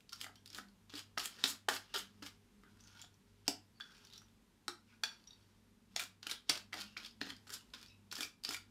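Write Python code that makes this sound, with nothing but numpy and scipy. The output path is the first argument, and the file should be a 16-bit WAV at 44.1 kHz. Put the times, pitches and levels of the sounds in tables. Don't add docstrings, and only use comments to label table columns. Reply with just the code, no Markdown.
import sys
import numpy as np
from scipy import signal
from scipy.fft import rfft, irfft, next_fast_len
from scipy.io import wavfile
from scipy.ndimage import uniform_filter1d, map_coordinates

SR = 44100
rng = np.random.default_rng(int(sys.argv[2]) if len(sys.argv) > 2 else 0)


def generate_wav(sig):
    pcm = np.round(np.clip(np.atleast_2d(sig).T, -1, 1) * 32767).astype(np.int16)
    wavfile.write(sys.argv[1], SR, pcm)


def gain_from_db(level_db):
    decades = np.asarray(level_db, float) / 20
    return 10 ** decades


N = 383669


def unit(x):
    return x / np.sqrt(np.mean(x ** 2) + 1e-20)


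def along(points, hz):
    f, v = np.transpose(points)
    return np.interp(np.log(hz + 1), np.log(f + 1), v)


def wobble(rate):
    coarse = np.arange(0, N + 32, 32)
    knots = rng.standard_normal(int(N * rate / SR) + 4)
    return np.interp(np.arange(N), coarse, map_coordinates(knots, [coarse * rate / SR]))


def filtered(x, response):
    m = next_fast_len(N + SR // 2)
    return irfft(rfft(x, m) * response(np.fft.rfftfreq(m, 1 / SR)), m)[:N]


def resonant(x, peaks):
    f = np.fft.rfftfreq(8192, 1 / SR)
    response = 0
    for k, (hz, width_hz, db) in enumerate(peaks):
        damping = 1j * f * width_hz
        response = response + (-1) ** k * gain_from_db(db) * damping / (hz * hz - f * f + damping)
    kick = irfft(response)
    return signal.oaconvolve(x, kick[:6000] / np.abs(kick).max())[:N]


def ring(hz, db, t60, seconds):
    t = np.arange(round(seconds * SR)) / SR
    return gain_from_db(db - 60 * t / t60) * np.sin(2 * np.pi * hz * t) * (1 - np.exp(-2 * hz * t))


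def add(track, s, sound):
    track[round(s * SR):][:len(sound)] += sound


# landing t/s, contact t/s, landing level/dB, lift level/dB, lift sharpness/dB
STROKES = [(0.099, 0.13, -78, -48.5, -11), (0.457, 0.12, -78, -44.5, -11.5),
           (0.897, 0.087, -62.5, -46, -13.5), (1.176, 0.079, -47.5, -45.5, -8.5),
           (1.439, 0.066, -42.5, -45.5, -0.5), (1.689, 0.07, -38.5, -42.5, -7),
           (1.941, 0.048, -43.5, -43.5, -8), (2.225, 0.038, -56.5, -47.5, -9.5),
           (5.96, 0.062, -53.5, -45, -8), (6.229, 0.087, -63.5, -42.5, -13.5), (6.5, 0.081, -43, -48, -16),
           (6.73, 0.078, -50.5, -45, -16.5), (6.972, 0.085, -54, -52.5, -19.5),
           (7.208, 0.09, -60.5, -47.5, -20), (7.47, 0.071, -64.5, -44.5, -6),
           (7.737, 0.084, -55.5, -59.5, -19), (8.123, 0.12, -51.5, -46.5, -8),
           (8.447, 0.086, -54.5, -41.5, -12)]


def strokes():
    skid_s, skid_db = 0.017, 10
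    release_s, release_db = 0.08, -41.5
    landing_dull_db, release_dull_db = -7, -8
    moves = []
    for s, hold_s, land_db, lift_db, sharp_db in STROKES:
        moves.append([
            (s, land_db + skid_db, sharp_db + landing_dull_db),
            (s + skid_s, land_db, sharp_db + landing_dull_db),
            (s + max(hold_s, skid_s + .002), lift_db, sharp_db),
            (s + hold_s + release_s, lift_db + release_db, sharp_db + release_dull_db)])
    return moves


# t/s, peak level/dB, contact pitch f/Hz, sharpness level/dB
LANDINGS = [(0.093, -41, 4740, -22), (0.4592, -39, 4470, -18.5), (0.902, -43, 3360, -29),
            (1.1761, -21, 2020, -38.5), (1.4387, -5, 3800, -26.5), (1.6878, -9.5, 1730, -17.5),
            (1.9402, -28.5, 3660, -34), (2.2232, -44, 2840, -18), (2.6349, -51, 1550, -24),
            (3.4797, -9.5, 5070, -13.5), (3.801, -42, 1460, -22), (4.6816, -20.5, 4160, -16),
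            (5.0358, -10.5, 4550, -20.5), (5.963, -15, 3270, -18), (6.2292, -34, 4400, -32),
            (6.4962, -3.5, 5500, -19.5), (6.73, -26, 1980, -43), (6.9686, -29.5, 2330, -35),
            (7.214, -23.5, 1760, -33), (7.4763, -47, 4320, -17), (7.738, -36.5, 3570, -44),
            (8.1143, -31.5, 4140, -23.5), (8.4367, -34, 4770, -15.5)]
# t/s, peak level/dB, contact pitch f/Hz
FOLLOWERS = [(0.1297, -29.5, 5430), (0.2128, -28.5, 3080), (0.22, -47, 5000), (0.237, -40, 3130),
             (0.2425, -33.5, 2030), (0.502, -41, 5450), (0.547, -33.5, 4040), (0.581, -45, 1470),
             (0.939, -38, 3900), (0.954, -35, 4560), (0.961, -39, 4560), (0.976, -41, 3280),
             (0.982, -39, 5070), (1.182, -26, 5600), (1.2, -29, 2970), (1.251, -33, 2740),
             (1.2563, -24.5, 3220), (1.961, -27.5, 5040), (5.9953, -25, 2370), (6, -32, 1450),
             (6.002, -31.5, 3800), (6.014, -39, 4200), (6.037, -35, 5570), (6.2302, -41, 1510),
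             (6.269, -30.5, 1510), (6.296, -30.5, 2330), (6.2685, -24.5, 3050), (6.3124, -24.5, 3760),
             (6.4923, -25, 3270), (6.5003, -26, 5320), (6.504, -27, 5450), (6.555, -29, 3000),
             (6.7255, -40, 1600), (6.772, -36, 4750), (6.804, -38, 4730), (6.811, -33, 4400),
             (6.8163, -32, 3660), (6.976, -36.5, 4920), (7.0319, -41, 3250), (7.0485, -35, 3580),
             (7.0607, -35.5, 4750), (7.064, -37, 3210), (7.214, -27, 4230), (7.2285, -39, 5050),
             (7.2695, -38, 1910), (7.289, -44, 4260), (7.298, -39.5, 4240), (7.303, -32, 3220),
             (7.3036, -34, 1800), (7.482, -52, 7500), (7.503, -36, 5450), (7.5382, -34, 4400),
             (8.125, -31.5, 5520), (8.1259, -31, 1450), (8.1539, -30.5, 5300), (8.181, -36, 4860),
             (8.186, -36, 1710), (8.191, -41, 4500), (8.207, -27.5, 3420), (8.449, -23.5, 4700),
             (8.4902, -25, 5200), (8.508, -27, 1400), (8.536, -31.5, 7100), (8.545, -26.5, 2320)]
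# t/s, peak level/dB, contact pitch f/Hz
GRAZES = [(0.0054, -50.5, 2730), (0.144, -51, 5500), (0.159, -44, 5200), (0.205, -41, 4900),
          (0.356, -34.5, 4280), (0.5298, -41, 5060), (0.643, -55, 1550), (0.6853, -55, 4470),
          (2.7714, -55.5, 1520), (2.802, -54, 1540), (2.8066, -49.5, 5900), (2.8379, -51, 6800),
          (2.874, -48.5, 4770), (2.994, -51, 3440), (3.016, -38.5, 7150), (3.023, -43, 3360),
          (3.046, -47, 3400), (3.1418, -58.5, 5800), (3.488, -35, 5030), (3.7, -70, 4300),
          (3.9671, -52, 4700), (3.9803, -41, 4570), (4.0496, -45, 5943), (4.0708, -47.5, 4400),
          (4.1006, -51, 3660), (4.126, -49, 3840), (4.135, -41.5, 4540), (4.16, -49, 5540),
          (4.1784, -41.5, 5630), (4.2179, -49, 1320), (4.2837, -58, 3430), (5.24, -55.5, 4540),
          (5.271, -56, 3800), (5.3073, -44, 4550), (5.3318, -47, 4570), (6.866, -52, 4830),
          (7.1102, -53, 4930), (7.3652, -46.5, 4950), (7.469, -59, 4320), (7.4938, -36.5, 1460),
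          (7.609, -51, 2900), (7.702, -61, 4340), (7.748, -45, 3550), (7.814, -46, 4900),
          (7.8282, -28, 5000), (7.861, -46, 4640)]
# t/s, peak level/dB
SNAPS = [(0.123, -36), (0.2683, -41), (0.476, -39), (0.993, -30), (1.181, -37), (1.1954, -23),
         (1.5016, -29), (1.507, -31), (6.5757, -28), (6.741, -29), (8.23, -22.5), (8.566, -31.5)]


def contacts():
    when, _, sharp_db = np.vstack(strokes()).T
    follow = [(s, db, hz, np.interp(s, when, sharp_db) - 3.5) for s, db, hz in FOLLOWERS]
    graze = [(s, db, hz, -19.5) for s, db, hz in GRAZES]
    snap = [(s, db - 5.0, 4700, -17) for s, db in SNAPS]
    return LANDINGS + follow + graze + snap


# f/Hz, width f/Hz, level/dB
WALL = [(1325, 614, -0.5), (2510, 630, 1.5), (3360, 930, 2.5), (4550, 750, 5), (5217, 1140, 2),
        (7150, 200, -10.5)]
# f/Hz, width f/Hz, level/dB
EDGE = [(7130, 1500, 13), (9940, 1500, 12.5), (12040, 4500, 7)]


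def ticks():
    wall, edge, tone = np.zeros((3, N + SR))
    t = np.arange(SR // 50) / SR
    hz_axis = np.fft.rfftfreq(len(t), 1 / SR) + 1
    elsewhere = np.array([s for s, db in TAPS + CLINKS + PEALS + JINGLE])
    for s, db, hz, sharp_db in contacts():
        aside = np.abs(elsewhere - s).min() < .003
        db -= 11 * aside
        shape = gain_from_db(-60 * t / 0.011) * (1 - np.exp(-t / 0.00016))
        burst = rfft(shape * rng.standard_normal((2, len(t))))
        even = burst / (uniform_filter1d(np.abs(burst), size=9) + 1e-9)
        even[0] *= gain_from_db(-6.5 * np.abs(np.log2(hz_axis / hz)) + 2)
        burst = gain_from_db(db) * irfft(even, len(t)) * np.linalg.norm(shape)
        for lead_s, lead_db in ((0, 0), (.004, -20 - 30 * aside)):
            add(wall, s - lead_s, gain_from_db(lead_db - 13.5) * burst[0])
            add(edge, s - lead_s, gain_from_db(4.2 * lead_db + sharp_db - 1.5) * burst[1])
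        add(tone, s, ring(hz, db - 4.5, 0.011, .04) * (not aside))
    return resonant(wall[:N], WALL) + resonant(edge[:N], EDGE) + tone[:N]


# t/s, peak level/dB
TAPS = [
    (1.4399, -14),
    (1.6865, -17.5),
    (3.4796, -14),
    (4.6812, -23),
    (5.9627, -18.5),
    (6.496, -13),
]
# f/Hz, width f/Hz, level/dB
SPOTS = [
    [(1473, 360, -3), (2540, 180, -4.5), (3640, 530, 4), (5300, 620, -2), (7360, 670, -12)],
    [(550, 340, -7), (1370, 550, -2.5), (1806, 207, -1.5), (3050, 510, -8), (4990, 1000, -14.5),
     (7200, 2700, -19)],
    [(1670, 1200, -18), (2950, 340, -7.5), (4540, 530, -7), (5200, 500, 2.5), (6600, 610, -7.5),
     (7740, 500, -6)],
    [(815, 33, -6), (1320, 72, 8), (2400, 210, -14), (3420, 180, -17), (4060, 320, -0.5), (5450, 340, -3.5),
     (8300, 1800, -11.5)],
    [(737, 60, -3), (2090, 290, -1.5), (3400, 440, 1.5), (4400, 870, -1.5), (5280, 350, 4.5),
     (6660, 1100, -1.5)],
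    [(2152, 55, -2), (3400, 37, -2), (4250, 1000, -11.5), (5450, 460, -4), (8350, 1700, -14.5)],
]


def taps():
    out = np.zeros(N + SR)
    for (s, db), spot in zip(TAPS, SPOTS):
        blow = np.zeros(SR // 100)
        add(blow, 0, gain_from_db(db - 5.0) * np.hanning(5))
        add(blow, 0.000827, -gain_from_db(db - 22.0) * np.hanning(5))
        add(blow, 0.0026, gain_from_db(db - 15) * np.hanning(5))
        add(out, s, resonant(blow, spot))
    return out[:N]


def shifting(x, depth_db):
    z = signal.stft(x, nperseg=256)[2]
    field = uniform_filter1d(rng.standard_normal(z.shape), size=3, axis=0)
    field = uniform_filter1d(field, size=14, axis=1)
    return unit(signal.istft(z * gain_from_db(depth_db * unit(field)), nperseg=256)[1][:N])


def slips(rate):
    grains = (rng.random(N) < rate / SR) * rng.standard_normal(N)
    return unit(grains * gain_from_db(2.1 * wobble(120) + 1.2 * wobble(30)))


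# f/Hz, level/dB, t60/s
RIM = [(926, -7, .18), (1615, -3, .26), (2444, -5, .22), (3413, 0, .28), (4530, 0, .27), (5740, -1, .2),
       (7200, -17, .12)]


def drag(moves, rim_db, low, low_db):
    t, force, sharp = np.arange(N) / SR, np.zeros(N), np.zeros(N)
    for s, level_db, sharp_db in map(np.transpose, moves):
        start_s, end_s = s[0] - .004, s[-1] + .02
        part = slice(round(start_s * SR), round(end_s * SR))
        press = gain_from_db(np.interp(t[part], [start_s, *s, end_s], [-95, *level_db, -95]) - 5.5)
        force[part] += press
        sharp[part] += press * gain_from_db(np.interp(t[part], s, sharp_db))
    rub = slips(2000)
    body = shifting(resonant(rub, WALL), depth_db=1.0) + gain_from_db(low_db) * unit(resonant(slips(700), low))
    scrape = gain_from_db(5.0) * unit(resonant(slips(5400), EDGE))
    rim = [(hz, 35, db) for hz, db, t60 in RIM]
    singing = resonant(force * rub, rim) / np.std(resonant(rub, rim))
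    return force * body + sharp * scrape + gain_from_db(rim_db) * singing


def sweeps(rows, sharp_db, fade_db):
    moves = []
    for s, db, rise_s, crest_db, fade_s in rows:
        crest_s = s + rise_s
        moves.append([(s, db, sharp_db), (crest_s, crest_db, sharp_db),
                      (crest_s + fade_s, crest_db + fade_db, sharp_db)])
    return moves


# start t/s, start level/dB, rise t/s, crest level/dB, fade t/s
TRAILS = [
    (1.27, -60.5, 0.15, -50.5, .136),
    (1.82, -68, .03, -64.5, 0.49),
    (6.83, -59, 0.096, -64, .03),
    (7.83, -65, .02, -63.5, 0.032),
]
# f/Hz, width f/Hz, level/dB
FOOT = [(290, 42, 6.5), (783, 860, -7)]


def beating():
    moves = strokes() + sweeps(TRAILS, sharp_db=-26, fade_db=-13.5)
    return drag(moves, rim_db=-26.0, low=FOOT + BELLY, low_db=-8.5)


# start t/s, start level/dB,
# rise t/s, crest level/dB, fade t/s
WIPES = [(2.635, -75.5, .03, -75, .9), (2.79, -74, 0.21, -59, .09), (3.27, -76, 0.27, -83.5, .8),
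         (3.45, -79, 0.019, -56, .01), (3.8, -56.5, .03, -60, .31), (3.9, -69, 0.28, -66.5, .22),
         (4.665, -85, 0.015, -70, .01), (4.87, -72, 0.097, -72.5, .05), (5.045, -50.5, 0.079, -60.5, .19),
         (5.27, -72, 0.3, -78.5, .2), (5.91, -68, .05, -67, .01), (6.46, -76, 0.028, -63, .01)]


def wiping():
    return drag(sweeps(WIPES, sharp_db=-23, fade_db=-28), rim_db=-5.5, low=BELLY, low_db=-13.0)


# start t/s, length t/s, pitch f/Hz, width f/Hz, level/dB rms
SQUEAKS = [(0.123, 0.028, 1320, 300, -57), (0.963, 0.069, 3100, 500, -57.5), (0.351, 0.062, 3150, 200, -75),
           (1.441, 0.031, 3120, 500, -59), (1.692, 0.047, 794, 500, -52), (1.255, 0.063, 3100, 300, -70),
           (1.879, 0.086, 2820, 298, -73), (1.941, 0.045, 3150, 706, -45), (1.954, 0.027, 1380, 300, -49),
           (1.96, 0.01, 4960, 500, -54), (1.984, 0.072, 3000, 400, -60), (2.638, 0.085, 1470, 200, -72.5),
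           (2.799, 0.17, 6100, 900, -74), (2.8, 0.34, 1480, 203, -77), (3.008, 0.11, 3540, 300, -78),
           (3.812, 0.15, 1500, 300, -67), (3.949, 0.053, 2470, 100, -77), (4.099, 0.11, 3800, 700, -65.5),
           (4.14, 0.035, 1320, 200, -74), (4.2, .06, 5800, 300, -75), (4.877, 0.1, 2420, 500, -74),
           (4.892, 0.098, 1500, 200, -76.5), (6.292, 0.13, 3320, 400, -62), (6.298, 0.04, 10300, 1500, -56),
           (6.508, 0.033, 5700, 800, -57), (6.867, 0.11, 2780, 250, -70.5), (7.036, 0.06, 3320, 400, -66),
           (7.036, 0.11, 5000, 500, -78), (7.499, 0.087, 1480, 402, -63), (7.527, 0.037, 5150, 1200, -51.5),
           (7.591, 0.037, 2940, 250, -70.5), (7.868, 0.11, 2640, 300, -72), (7.859, 0.08, 5200, 900, -68.5),
           (7.858, 0.11, 3850, 300, -73), (8.52, 0.082, 2280, 300, -64.5), (8.508, 0.12, 1440, 250, -68),
           (3.75, 0.056, 4520, 303, -76.5), (3.81, 0.11, 5130, 1200, -79), (8.2, 0.062, 2400, 200, -49.5),
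           (8.204, 0.052, 5660, 900, -49.5)]


def squeaks():
    out = np.zeros(N + SR)
    for s, length_s, hz, width_hz, db in SQUEAKS:
        grains = rng.standard_normal((2, SR // 2))[:, :round(length_s * SR)]
        rub = grains[0] * gain_from_db(5 * unit(uniform_filter1d(grains[1], size=200)))
        edges = [hz - width_hz / 2, hz + width_hz / 2]
        narrow = signal.butter(1, edges, "bandpass", fs=SR, output="sos")
        sung = unit(signal.sosfilt(np.vstack([narrow, narrow]), rub))
        swell = np.interp(np.linspace(0, 1, len(rub)), [0, 0.11, 1 - .45, 1], [0, 1, 1, 0])
        add(out, s, gain_from_db(db) * sung * swell)
    return out[:N]


# t/s, rocking level/dB, rocking f/Hz, flexing level/dB, belly level/dB
KNOCKS = [(0.243, -59.5, 271, -58, -49), (0.265, -64, 290, -54.5, -48.5), (0.294, -60.5, 290, -60, -59),
          (0.585, -52, 250, -54, -42.5), (0.937, -47.5, 291, -62, -51.5), (1.175, -50.5, 264, -41.5, -33.5),
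          (1.44, -41.5, 267, -45, -36), (1.684, -54.5, 487, -38, -21.5), (1.955, -49.5, 406, -52, -44),
          (2.223, -52, 295, -76, -55), (2.635, -63.5, 292, -82, -57), (3.04, -68, 290, -62, -61.5),
          (3.482, -35.5, 288, -37, -51.5), (3.801, -68, 301, -68, -50.5), (4.684, -49.5, 311, -55, -44.5),
          (5.034, -60.5, 468, -51.5, -44), (5.962, -68.5, 350, -42, -42.5), (6.266, -53.5, 298, -59.5, -48),
          (6.494, -42, 298, -44.5, -13), (6.74, -55, 294, -49.5, -44), (6.772, -56, 290, -52.5, -52),
          (6.966, -69, 400, -62, -45.5), (7.214, -41.5, 280, -49, -55), (7.269, -49.5, 292, -60, -54),
          (7.321, -55.5, 263, -63, -56), (7.503, -63, 413, -75, -53), (8.187, -51, 290, -56, -59),
          (8.207, -51, 290, -54.5, -41), (8.488, -47, 283, -52.5, -49)]
# f/Hz, level/dB, t60/s
FLEX = [(728, -0.5, 0.036), (821, -3.5, .025)]
# f/Hz, width f/Hz, level/dB
BELLY = [(1253, 160, 0.5), (1600, 260, -0.5), (1980, 130, -4.5)]


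def knocks():
    bowl, belly = np.zeros((2, N + SR))
    for s, rock_db, rock_hz, flex_db, belly_db in KNOCKS:
        add(bowl, s, ring(rock_hz, rock_db + 5.0, 0.075, .2))
        add(bowl, s, ring(rock_hz * 1.4, rock_db + 6.0 - 6, .04, .2))
        for hz, db, t60 in FLEX:
            add(bowl, s, ring(hz, flex_db + 5.5 + db, t60, .2))
        if min(abs(s - tap_s) for tap_s, db in TAPS) > .006:
            add(belly, s, gain_from_db(belly_db + 6.5) * np.hanning(7) / 3)
    return bowl[:N] + resonant(belly[:N], BELLY)


def struck(touches, modes, gain_db, scatter_db=6.5):
    out = np.zeros(N + SR)
    for s, db in touches:
        for (hz, level_db, t60), chance in zip(modes, rng.standard_normal((len(modes), 2))):
            uneven_db, detune = chance * [scatter_db, .002]
            mode_db = db + gain_db + level_db + uneven_db
            for split, pair_db in ((.996, -7), (1, -16.5), (1.009, -10)):
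                add(out, s, ring(hz * split * (1 + detune), mode_db + pair_db, t60, 0.37))
    return out[:N]


# t/s, peak level/dB
PEALS = [
    (3.8075, -35),
    (5.0357, -24.5),
]
PEAL_MODES_DB = [
    [-24, 2, -15, 1.5, -2, -24, -28],
    [-13, -1.7, -1.5, 3.5, 4.5, 0, -9],
]
PEAL_HELD = [0.76, 1.3]


def peals():
    out, flutter = 0, gain_from_db(2 * wobble(90))
    for blow, modes_db, held in zip(PEALS, PEAL_MODES_DB, PEAL_HELD):
        for (hz, _, t60), db in zip(RIM, modes_db):
            slow = struck([blow], [(hz, db - 1, t60 * held)], gain_db=-25.5, scatter_db=2.5)
            quick = struck([blow], [(hz, db + 15, t60 * 0.2)], gain_db=-25.5, scatter_db=2.5)
            out = out + quick + slow * np.roll(flutter, hz * 20)
    return out


# f/Hz, level/dB, t60/s
BASE = [(350, -1.5, 0.25), (845, -6.5, 0.19)]


def foot_ring():
    return struck(TAPS[3:4], BASE, gain_db=-25.0, scatter_db=-1.0)


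# t/s, peak level/dB
CLINKS = [
    (0.3562, -55.5),
    (3.9792, -55),
    (7.8273, -52),
]


def clinks():
    return struck(CLINKS, RIM, gain_db=-17.0)


# t/s, peak level/dB
JINGLE = [
    (5.2741, -50),
    (5.307, -51),
    (5.331, -51),
    (5.4251, -60.5),
]
# f/Hz, level/dB, t60/s
WIRES = [(3760, 0, 0.047), (4570, 0.5, 0.068), (5680, -4, 0.065)]


def jingle():
    return struck(JINGLE, WIRES, gain_db=-8.5)


# delay t/s, level/dB
ECHOES = [(.0022, -15), (.0049, -14.5), (.0078, -23.5), (0.0132, -25.5)]


def echoes(x):
    return sum(gain_from_db(db) * np.roll(x, round(s * SR)) for s, db in ECHOES)


# f/Hz, t60/s
KITCHEN = [(200, 0.23), (1400, 0.26), (4000, 0.23), (10000, 0.2), (16000, 0.18)]


def kitchen(x):
    out, step = np.zeros(N + 2 * SR), SR // 4
    for start in range(0, N, step):
        hz, t, z = signal.stft(rng.standard_normal(SR // 2), SR, nperseg=256)
        decay = gain_from_db(-60 * t / along(KITCHEN, hz)[:, None])
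        tail = signal.istft(z * decay, SR, nperseg=256)[1]
        wet = signal.fftconvolve(x[start:start + step], tail / np.linalg.norm(tail))
        add(out, start / SR + 0.0022, wet)
    return out[:N]


# f/Hz, level/dB rms
MOTOR = [(49.23, -82), (98.46, -76.5), (100.02, -77.5)]
# t/s, level/dB
LOAD = [(0, -0.5), (1.2, 3), (2.5, 1.5), (5.5, -2.5), (6.5, 1.5), (8.7, 3)]
# f/Hz, level/dB rms
HUM = [(179.5, -84.5), (224.5, -77), (245, -82), (290, -94), (408, -88.5)]
# t/s, level/dB
BUZZ = [
    (0.66, -63.5),
    (1.45, -68.5),
    (2.13, -65),
    (2.649, -71),
    (3.3, -79),
    (5.25, -80),
    (5.951, -74),
    (6.85, -66),
    (7.3, -65.5),
    (8.1, -70.5),
]


def refrigerator():
    t = np.arange(N) / SR
    beat_s = .354
    motor = sum(gain_from_db(db + 2.5) * np.cos(2 * np.pi * hz * (t - beat_s) + .35 * wobble(15)) for hz, db in MOTOR)
    motor = motor * gain_from_db(np.interp(t, *np.transpose(LOAD)) + 1.2 * wobble(4.4))
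    casing = 0
    for hz, db in HUM:
        casing = casing + gain_from_db(db + 2 + 4.1 * wobble(4)) * np.cos(2 * np.pi * hz * t + 1.63 * wobble(9.9))
    swells = gain_from_db(-78) + sum(gain_from_db(db) * np.exp(-((t - s) / 0.12) ** 2) for s, db in BUZZ)
    buzz = gain_from_db(4.2 * wobble(18) - 1.5) * np.cos(4 * np.pi * MOTOR[2][0] * t + 1.3 * wobble(14))
    return motor + casing + swells * buzz


# f/Hz, level/dB per Hz
AIR = [(12, -49.5), (20, -17), (53, -3), (69, -11.5), (102, -12), (156, -8.5), (237, -10), (440, -17),
       (652, -24), (994, -20), (1140, -23.5), (3520, -26.5), (13600, -35.5), (14400, -44), (16500, -47)]


def room_air():
    air = unit(filtered(rng.standard_normal(N), lambda hz: gain_from_db(along(AIR, hz))))
    return gain_from_db(-76.5 + 4.5 + 1.1 * wobble(1.685)) * air


def scene():
    whisk = ticks() + taps() + beating() + wiping() + squeaks()
    whisk = whisk + knocks() + peals() + foot_ring() + clinks() + jingle()
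    near = whisk + echoes(whisk)
    return (near + gain_from_db(-5.0) * kitchen(whisk) + refrigerator() + room_air())[None]


def roll_off(x):
    return signal.sosfilt(signal.butter(12, 16970, fs=SR, output="sos"), x)


def record(dry):
    heard = filtered(dry[0], lambda hz: 1 / np.sqrt(1 + (hz / 15500) ** 120))
    return roll_off(heard[None])


dry = scene()
out = record(dry)
generate_wav(out)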